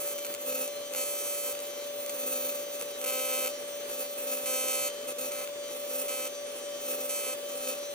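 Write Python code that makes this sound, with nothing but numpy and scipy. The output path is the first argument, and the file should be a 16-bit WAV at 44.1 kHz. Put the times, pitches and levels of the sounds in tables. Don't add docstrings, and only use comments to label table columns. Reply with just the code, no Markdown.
import sys
import numpy as np
from scipy import signal
from scipy.fft import rfft, irfft, next_fast_len
from scipy.io import wavfile

SR = 44100
rng = np.random.default_rng(int(sys.argv[2]) if len(sys.argv) > 2 else 0)


def pcm_store(signal):
    levels = np.round(np.clip(np.atleast_2d(signal), -1, 1) * 32767)
    wavfile.write(sys.argv[1], SR, levels.astype(np.int16).T)


N = 350154
T = np.arange(N) / SR
AC_HZ = 258.07
REVERSAL_SHARES = [.505, .775]
# start_s, end_s, snap_db, body_db, top_db
RESTRIKE_SPANS = [(0, .135, -38, -9, -1), (0.957, 1.04, -32, -4, 2), (1.04, 1.528, -35, -6.5, 1.5),
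                  (3.039, 3.486, -33, 1.5, 4.5), (4.458, 4.882, -30.5, -2, 1), (5.31, 5.45, -40, 1.5, -5),
                  (6.081, 6.279, -35.5, 0, -2), (7.091, 7.204, -31.5, -5, -2),
                  (7.206, 7.336, -35.5, -.5, -3)]


def arc(length, choke_db, gain_db=21.0, body_hz=4500, top_hz=11300, sizzle_s=0.006, glove_db=-14):
    # centre_hz, width_hz, first_db, second_db, restrike_db
    modes = [(822, 160, 3.5, 0, 3), (1325, 335, 1.5, 3.5, 4.5), (2193, 404, -5, -1, 4.5),
             (2628, 410, -3, 8, 5), (3050, 320, -7.5, -9.5, 3.5), (3670, 335, 2, 3.5, 2.5),
             (4436, 610, 0, 1.5, 3.5), (6430, 2200, 0.5, 7, 4.5), (7630, 460, -2.5, -4, 3),
             (8280, 620, 4.5, 3.5, 4), (9080, 660, -1, 9.5, 1), (10540, 1390, 2.5, 4, 4),
             (11620, 350, 1, 8, 3.5), (12160, 570, 5, 2, -5), (13500, 1400, 9, 16, 6),
             (15200, 470, 15.5, -1, 5.5)]
    # centre_hz, width_hz, depth_db
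    hollows = [(1850, 90, -4), (5000, 250, -8), (8000, 100, -5), (9800, 140, -4), (14850, 200, -4)]
    # frequency_hz, gain_db
    bite = [(750, -1), (1400, 2.5), (2000, 0), (3200, -.5), (6200, -.5), (7300, 1.5), (10800, 3),
            (12500, 0)]
    # first_db, second_db, restrike_db
    sizzles_db = [-36, -39, -54]
    energy_decay = np.exp(-1 / (sizzle_s * SR))
    echo_s = (0.396 + 0.031 * wander(1.5)) / 1000
    centres, widths, *modes_db = np.transpose(modes)
    trains = (*reversals(length, choke_db), restrikes())
    polarities = (-1, 1, 1)
    out = 0
    for train, sign, mode_db, sizzle_db in zip(trains, polarities, modes_db, sizzles_db):
        times, db, body_db, top_db = train
        hz, path = scattering()
        body = 1 / (1 + (hz / body_hz) ** 6)
        top = 1 / (1 + (top_hz / (hz + 1)) ** 20)
        hollow_db = sum(depth * np.exp(-((hz - f) / width) ** 2) for f, width, depth in hollows)
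        gain = resonances(hz, zip(centres, widths, mode_db)) * amp(hollow_db + log_interp(bite, hz))
        colour = path * minimum_phase(gain)
        hiss = amp(sizzle_db) * rng.standard_normal(N)
        for band, band_db in ((body, body_db), (1 - body - top, 0), (top, top_db)):
            sizes = sign * amp(db + band_db + gain_db)
            echoes = clicks(times + np.interp(times, T, echo_s), amp(glove_db) * sizes)
            snaps = clicks(times, sizes) + echoes
            sizzle = np.sqrt(signal.lfilter([1], [1, -energy_decay], snaps ** 2 + 1e-20)) * hiss
            response = np.roll(irfft(colour * band), 256, axis=1)
            out += signal.oaconvolve((snaps + sizzle)[None], response, axes=1)[:, 256:256 + N]
    return out


def reversals(length, choke_db, roam_hz=7, pop_share=0.12, pop_db=2.5, crackle_db=3.5):
    # time_s, gain_db
    treble = [(.3, 4), (.66, -0.5), (.73, -2), (.95, -0.5), (2.5, 1.5), (3.3, -4), (4.2, 1), (4.95, -4.5),
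              (5.45, 0), (5.56, -8), (5.8, 0), (6.25, 0), (6.4, -11), (6.8, -6), (6.9, 1), (7.3, -1),
              (7.4, -3), (7.94, -5)]
    cycles = np.arange(int(N / SR * AC_HZ)) / AC_HZ
    first, second = (cycles + share / AC_HZ for share in REVERSAL_SHARES)
    length, choke_db = np.interp(cycles, T, length), np.interp(cycles, T, choke_db)
    hard = np.interp(second, T, restriking()) > 0.9
    roam, slip, sway, clump = (np.interp(cycles, T, wander(hz)) for hz in (roam_hz, roam_hz, 19, 19))
    _, jitter, crackle = rng.standard_normal((3, 2, len(cycles)))
    popping = rng.random(jitter.shape) < pop_share
    pops = popping * np.minimum(rng.exponential(1, jitter.shape), 2) * np.clip(1 - length, 0, 1)
    slip_us = np.outer([1, 0], 25 * (slip + 1 - length))
    late_us = np.where(hard, 0.15, 1) * (9 * roam + slip_us + (2.5 + length) * jitter)
    times = np.array([first, second]) + late_us / 1e6
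    first_db = np.where(hard, -40.5, by_length(-46.5, -34, length) + choke_db)
    second_db = by_length(-55, -42.5, length) + choke_db
    db = np.array([first_db, second_db]) + 1.12 * sway + pop_db * pops
    sputter_db = ~hard * crackle_db * np.tanh(crackle) * (1 - np.tanh(clump))
    body_db = np.array([by_length(2, 0, length), by_length(-4, 3.5, length)]) + sputter_db
    top_db = np.interp(times, *np.transpose(treble))
    firsts, seconds = np.stack([times, db, body_db, top_db], axis=1)
    return firsts, seconds[:, ~hard]


def restrikes(drift_us=4, jitter_us=1.3, falter_us=45, sway_db=0.7, rough_db=0.74):
    # time_s, change_db
    falters = [(3.054, -14), (3.058, -15), (3.066, 2), (3.109, -6), (3.12, -7), (3.163, -3), (3.19, -3),
               (3.202, -6), (3.237, -2), (3.283, -4), (3.318, -5), (3.376, -6), (3.454, -9), (3.469, -15),
               (3.481, -9), (4.529, -5), (4.638, -2), (4.684, 3.5), (4.727, -10), (5.32, 7), (5.343, -6),
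               (5.363, -7), (5.41, -11), (5.437, -7), (6.096, 3), (6.262, -8)]
    # time_s, snap_db, body_db
    spits = [(.181, -38, 1), (.1864, -37, 3), (.192, -36, -3), (.205, -43, -3), (0.248, -34.5, 3),
             (0.2524, -34, -3), (0.2666, -35, 1), (0.3403, -32, -3), (.349, -32.5, 0), (.678, -32, -15),
             (0.9368, -33, -2), (.949, -34, 5.5), (1.551, -42, 9), (1.591, -37, -2), (1.602, -37, -4),
             (2.0626, -33, -2), (2.095, -31, -7), (2.099, -34, -3), (2.8124, -32.5, 1), (2.823, -33, -3),
             (3.0147, -34, 0), (3.4885, -38, 1), (3.5, -44, 3), (4.888, -40, 6), (4.901, -42, 6),
             (5.475, -42, 10)]
    times = (np.arange(int(N / SR * AC_HZ)) + REVERSAL_SHARES[1]) / AC_HZ
    hard, levels = np.zeros(len(times), bool), np.zeros((len(times), 3))
    for start, end, *row in RESTRIKE_SPANS:
        inside = (times > start) & (times < end)
        hard[inside], levels[inside] = True, row
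    drift, sway = (np.interp(times, T, wander(10)) for _ in range(2))
    rough, jitter, crackle_db = rng.standard_normal((3, len(times)))
    db, body_db, top_db = levels.T
    db = db + rough_db * rough + sway_db * sway
    late_us = drift_us * drift + jitter_us * jitter
    for time_s, change_db in falters:
        at = np.argmin(abs(times - time_s))
        db[at] += change_db
        late_us[at] += falter_us * (1 + abs(jitter[at]))
    cracks = np.array([times + late_us / 1e6, db, body_db + crackle_db, top_db])
    return np.hstack([cracks[:, hard], np.transpose([(*row, 0) for row in spits])])


def resonances(hz, modes, cutoff_hz=660):
    power = sum(amp(db) ** 2 / (1 + (2 * (hz - f) / width) ** 2) ** 2 for f, width, db in modes)
    return np.sqrt(power / (1 + (cutoff_hz / (hz + 1)) ** 12))


def scattering(scatter_ms=1.0, scatter_db=4, apart_db=-11, room_db=-12, size=16384):
    # frequency_hz, t60_s
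    decay = [(500, 0.071), (4000, 0.19), (15000, 0.11)]
    # frequency_hz, left_minus_right_db
    balance = [(2000, 4.5), (5000, -3), (6500, 2), (9500, -5.5), (12000, 0)]
    # frequency_hz, left_lead_rad
    bearing = [(600, 0.45), (1200, 2.03), (2500, 1.26), (5000, 1.14), (8000, 1.9), (13000, 2.46)]
    ms, hz = 1000 * np.arange(size) / SR, np.fft.rfftfreq(size, 1 / SR)
    bursts = rng.standard_normal((3, size)) * np.exp(-np.square(ms / scatter_ms))
    bursts = rfft(bursts / np.linalg.norm(bursts, axis=1, keepdims=True))
    near = (1 + amp(scatter_db) * bursts[2]) * (1 + amp(apart_db) * bursts[:2])
    near /= np.sqrt(abs(near) ** 2 + 0.18)
    f, t, noise = signal.stft(rng.standard_normal((2, size)), SR, nperseg=256)
    fading = noise * amp(-60 * t / log_interp(decay, f)[:, None])
    tail = signal.istft(fading, SR, nperseg=256)[1][:, :size]
    tail = rfft(tail / np.linalg.norm(tail, axis=1, keepdims=True))
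    lead = np.outer([0.5, -0.5], log_interp(bearing, hz))
    return hz, (near + amp(room_db) * tail) * pan(log_interp(balance, hz)) * np.exp(1j * lead)


def torch(draw_s=0.1, close_s=0.057, tremor=0.23, dip_edge_s=0.0058):
    # start_s, end_s, length
    draws = [(.17, .33, 0.1), (.5, .635, 1), (.97, 1.01, 0.62), (1.47, 1.51, 0.56), (1.56, 1.72, 0),
             (2.03, 2.13, 0.3), (2.23, 2.51, 0.75), (2.55, 2.61, 0.43), (2.78, 2.85, 0.25),
             (3.07, 3.46, 0.97), (3.92, 4.02, 0.59), (4.18, 4.26, 0.46), (4.28, 4.41, 0.73),
             (4.49, 4.66, 1), (4.7, 4.85, 0.83), (5.09, 5.27, 0.71), (5.36, 5.44, 0.55), (5.72, 5.8, 0.23),
             (5.97, 6.03, 0.82), (6.12, 6.25, 0.66), (6.59, 6.62, 0.1), (6.88, 7.05, 0.7),
             (7.12, 7.14, 0.6), (7.29, 7.31, 0.97), (7.53, 7.58, 0.52), (7.65, 7.735, 0.88)]
    # start_s, end_s, change_db
    dips = [(0.353, 0.385, -6), (3.514, 3.68, -0.5), (4.928, 5.067, -2.5), (5.13, 5.178, -12),
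            (5.453, 5.63, -3), (6.29, 6.54, -1.5), (7.337, 7.364, -2.5), (7.735, 7.767, -3.5)]
    length = held(draws, draw_s, close_s) + tremor * np.tanh(wander(52))
    choke_db = -held([(start, end, -db) for start, end, db in dips], dip_edge_s, dip_edge_s)
    return length, choke_db


def restriking(edge_s=0.007):
    return held([(start, end, 1) for start, end, *_ in RESTRIKE_SPANS], edge_s, edge_s)


def hum(length, choke_db, restrike_db=-4):
    fundamental_db = by_length(-63, -50.5, length) + choke_db + restrike_db * restriking()
    octave_db = by_length(-56, -41.5, length) + choke_db
    phase = 2 * np.pi * AC_HZ * T + 0.015 * wander(24)
    octave = amp(octave_db) * stereo_sine(2 * phase, lead_rad=0.56) * pan(side_db=2)
    return np.sqrt(2) * (octave + amp(fundamental_db) * np.sin(phase))


def whine(length, choke_db, long_arc_db=-6, restrike_db=-8, waver_db=3.0):
    # harmonic, level_db
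    partials = [(8, -66.5), (9, -66), (12, -56.5), (15, -62.5), (16, -61.5), (18, -60), (22, -59.5),
                (23, -58.5), (24, -57.5), (27, -65), (28, -62.5), (32, -61.5), (35, -78), (54, -68),
                (59, -61)]
    phase, rasp = 2 * np.pi * (AC_HZ * T - REVERSAL_SHARES[0]), restriking()
    arc_db = choke_db + rasp * restrike_db + (1 - rasp) * long_arc_db * length
    tones = sum(amp(db + waver_db * wander(5)) * stereo_sine(round(k) * phase, lead_rad=1)
                for k, db in partials)
    return np.sqrt(2) * amp(arc_db) * tones


def growl(length, short_arc_db=-9):
    # harmonic, level_db
    partials = [(3, -56.5), (4, -59), (5, -55), (6, -55)]
    phase = 2 * np.pi * (AC_HZ * T - REVERSAL_SHARES[1])
    tones = sum(amp(db) * np.sin(round(k) * phase + 2 * np.pi * rng.random()) for k, db in partials)
    return np.sqrt(2) * restriking() * amp(short_arc_db * (1 - length)) * tones


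def gas(level_db=-50.5, restrike_db=-3):
    # frequency_hz, density_db
    jet = [(600, -24), (1500, -2.5), (3000, 10), (5100, 5), (6200, 9.5), (9000, 3), (12000, 0), (15500, -7)]
    flicker_db = 0.5 * wander(20)
    return flow_noise(jet) * amp(level_db + flicker_db + restrike_db * restriking())


def fan(blade_hz=578.3, blade_db=-40, flutter=0.17, rush_db=-46.5, mains_hz=120, mains_db=-78):
    # harmonic, relative_db, left_lead_rad
    partials = [(1, -0.54, 0.81), (2, -21, 0.83), (3, -30.5, 1.7), (6, -16, 2.42)]
    # frequency_hz, density_db
    draught = [(25, -73), (62, -45), (105, -19.5), (165, -23), (215, -15.5), (310, -8), (400, -1.5),
               (490, 1), (620, -7.5), (740, -13), (1000, -12.5), (2600, -13), (5000, -20.5), (15000, -27)]
    hz = blade_hz + 0.797 * wander(1.5)
    db = blade_db + 0.52 * wander(7.4)
    phase = 2 * np.pi * np.cumsum(hz) / SR + 0.029 * wander(23)
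    blades = sum(amp(db + gain_db) * (1 + flutter * wander(23.6)) * stereo_sine(round(k) * phase, lead)
                 for k, gain_db, lead in partials)
    mains = amp(mains_db) * np.sin(2 * np.pi * mains_hz * T)
    rush = flow_noise(draught) * amp(rush_db + 1.54 * wander(33))
    return np.sqrt(2) * (blades * pan(side_db=2.5) + mains) + rush


def flow_noise(spectrum):
    # frequency_hz, correlation
    likeness = [(130, 0.93), (290, 0.9), (640, 0.63), (1400, 0.053), (7000, -0.48), (15000, -0.19)]
    hz = np.fft.rfftfreq(N, 1 / SR)
    left, other = rfft(rng.standard_normal((2, N)))
    correlation = log_interp(likeness, hz)
    right = correlation * left + np.sqrt(1 - correlation ** 2) * other
    return unit(irfft(np.array([left, right]) * amp(log_interp(spectrum, hz)), N))


def minimum_phase(gain):
    log_gain = np.log(np.maximum(gain, 1e-4))
    mirrored = np.concatenate([log_gain, log_gain[-2:0:-1]])
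    return np.exp(np.conj(signal.hilbert(mirrored)))[:len(gain)]


def clicks(times, sizes, reach=8):
    at = np.floor(times * SR).astype(int)[:, None] + np.arange(-reach, reach + 1)
    offset = at - times[:, None] * SR
    shape = np.sinc(offset) * np.cos(np.pi * offset / (2 * reach + 2)) ** 2
    inside = (at >= 0) & (at < N)
    return np.bincount(at[inside], (sizes[:, None] * shape)[inside], N)


def wander(rate_hz, step=32):
    count = next_fast_len(N // step + 2)
    hz = np.fft.rfftfreq(count, step / SR)
    slow = irfft(rfft(rng.standard_normal(count)) / (1 + (hz / rate_hz) ** 2), count)
    return np.interp(np.arange(N), step * np.arange(count), unit(slow))


def held(rows, rise_s, fall_s):
    return np.max([np.interp(T, [start - rise_s, start, end, end + fall_s], [0, height, height, 0])
                   for start, end, height in rows], axis=0)


def by_length(short_db, long_db, length):
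    return short_db + (long_db - short_db) * length


def log_interp(points, hz):
    f, value = np.transpose(points)
    return np.interp(np.log(hz + 1), np.log(f), value)


def stereo_sine(phase, lead_rad):
    return np.sin(phase + np.array([[lead_rad], [0]]))


def pan(side_db):
    return amp(np.outer([0.5, -0.5], side_db))


def amp(db):
    return 10 ** (np.asarray(db) / 20)


def unit(x):
    return x / np.sqrt(np.mean(x ** 2) + 1e-20)


def scene():
    length, choke_db = torch()
    buzz = arc(length, choke_db) + hum(length, choke_db) + whine(length, choke_db)
    return buzz + gas() + fan() + growl(length)


def record(dry, cutoff_hz=15850):
    lowpass = signal.firwin(1001, cutoff_hz, window=("kaiser", 9), fs=SR)
    return signal.oaconvolve(dry, lowpass[None], "same")


dry = scene()
out = record(dry)
pcm_store(out)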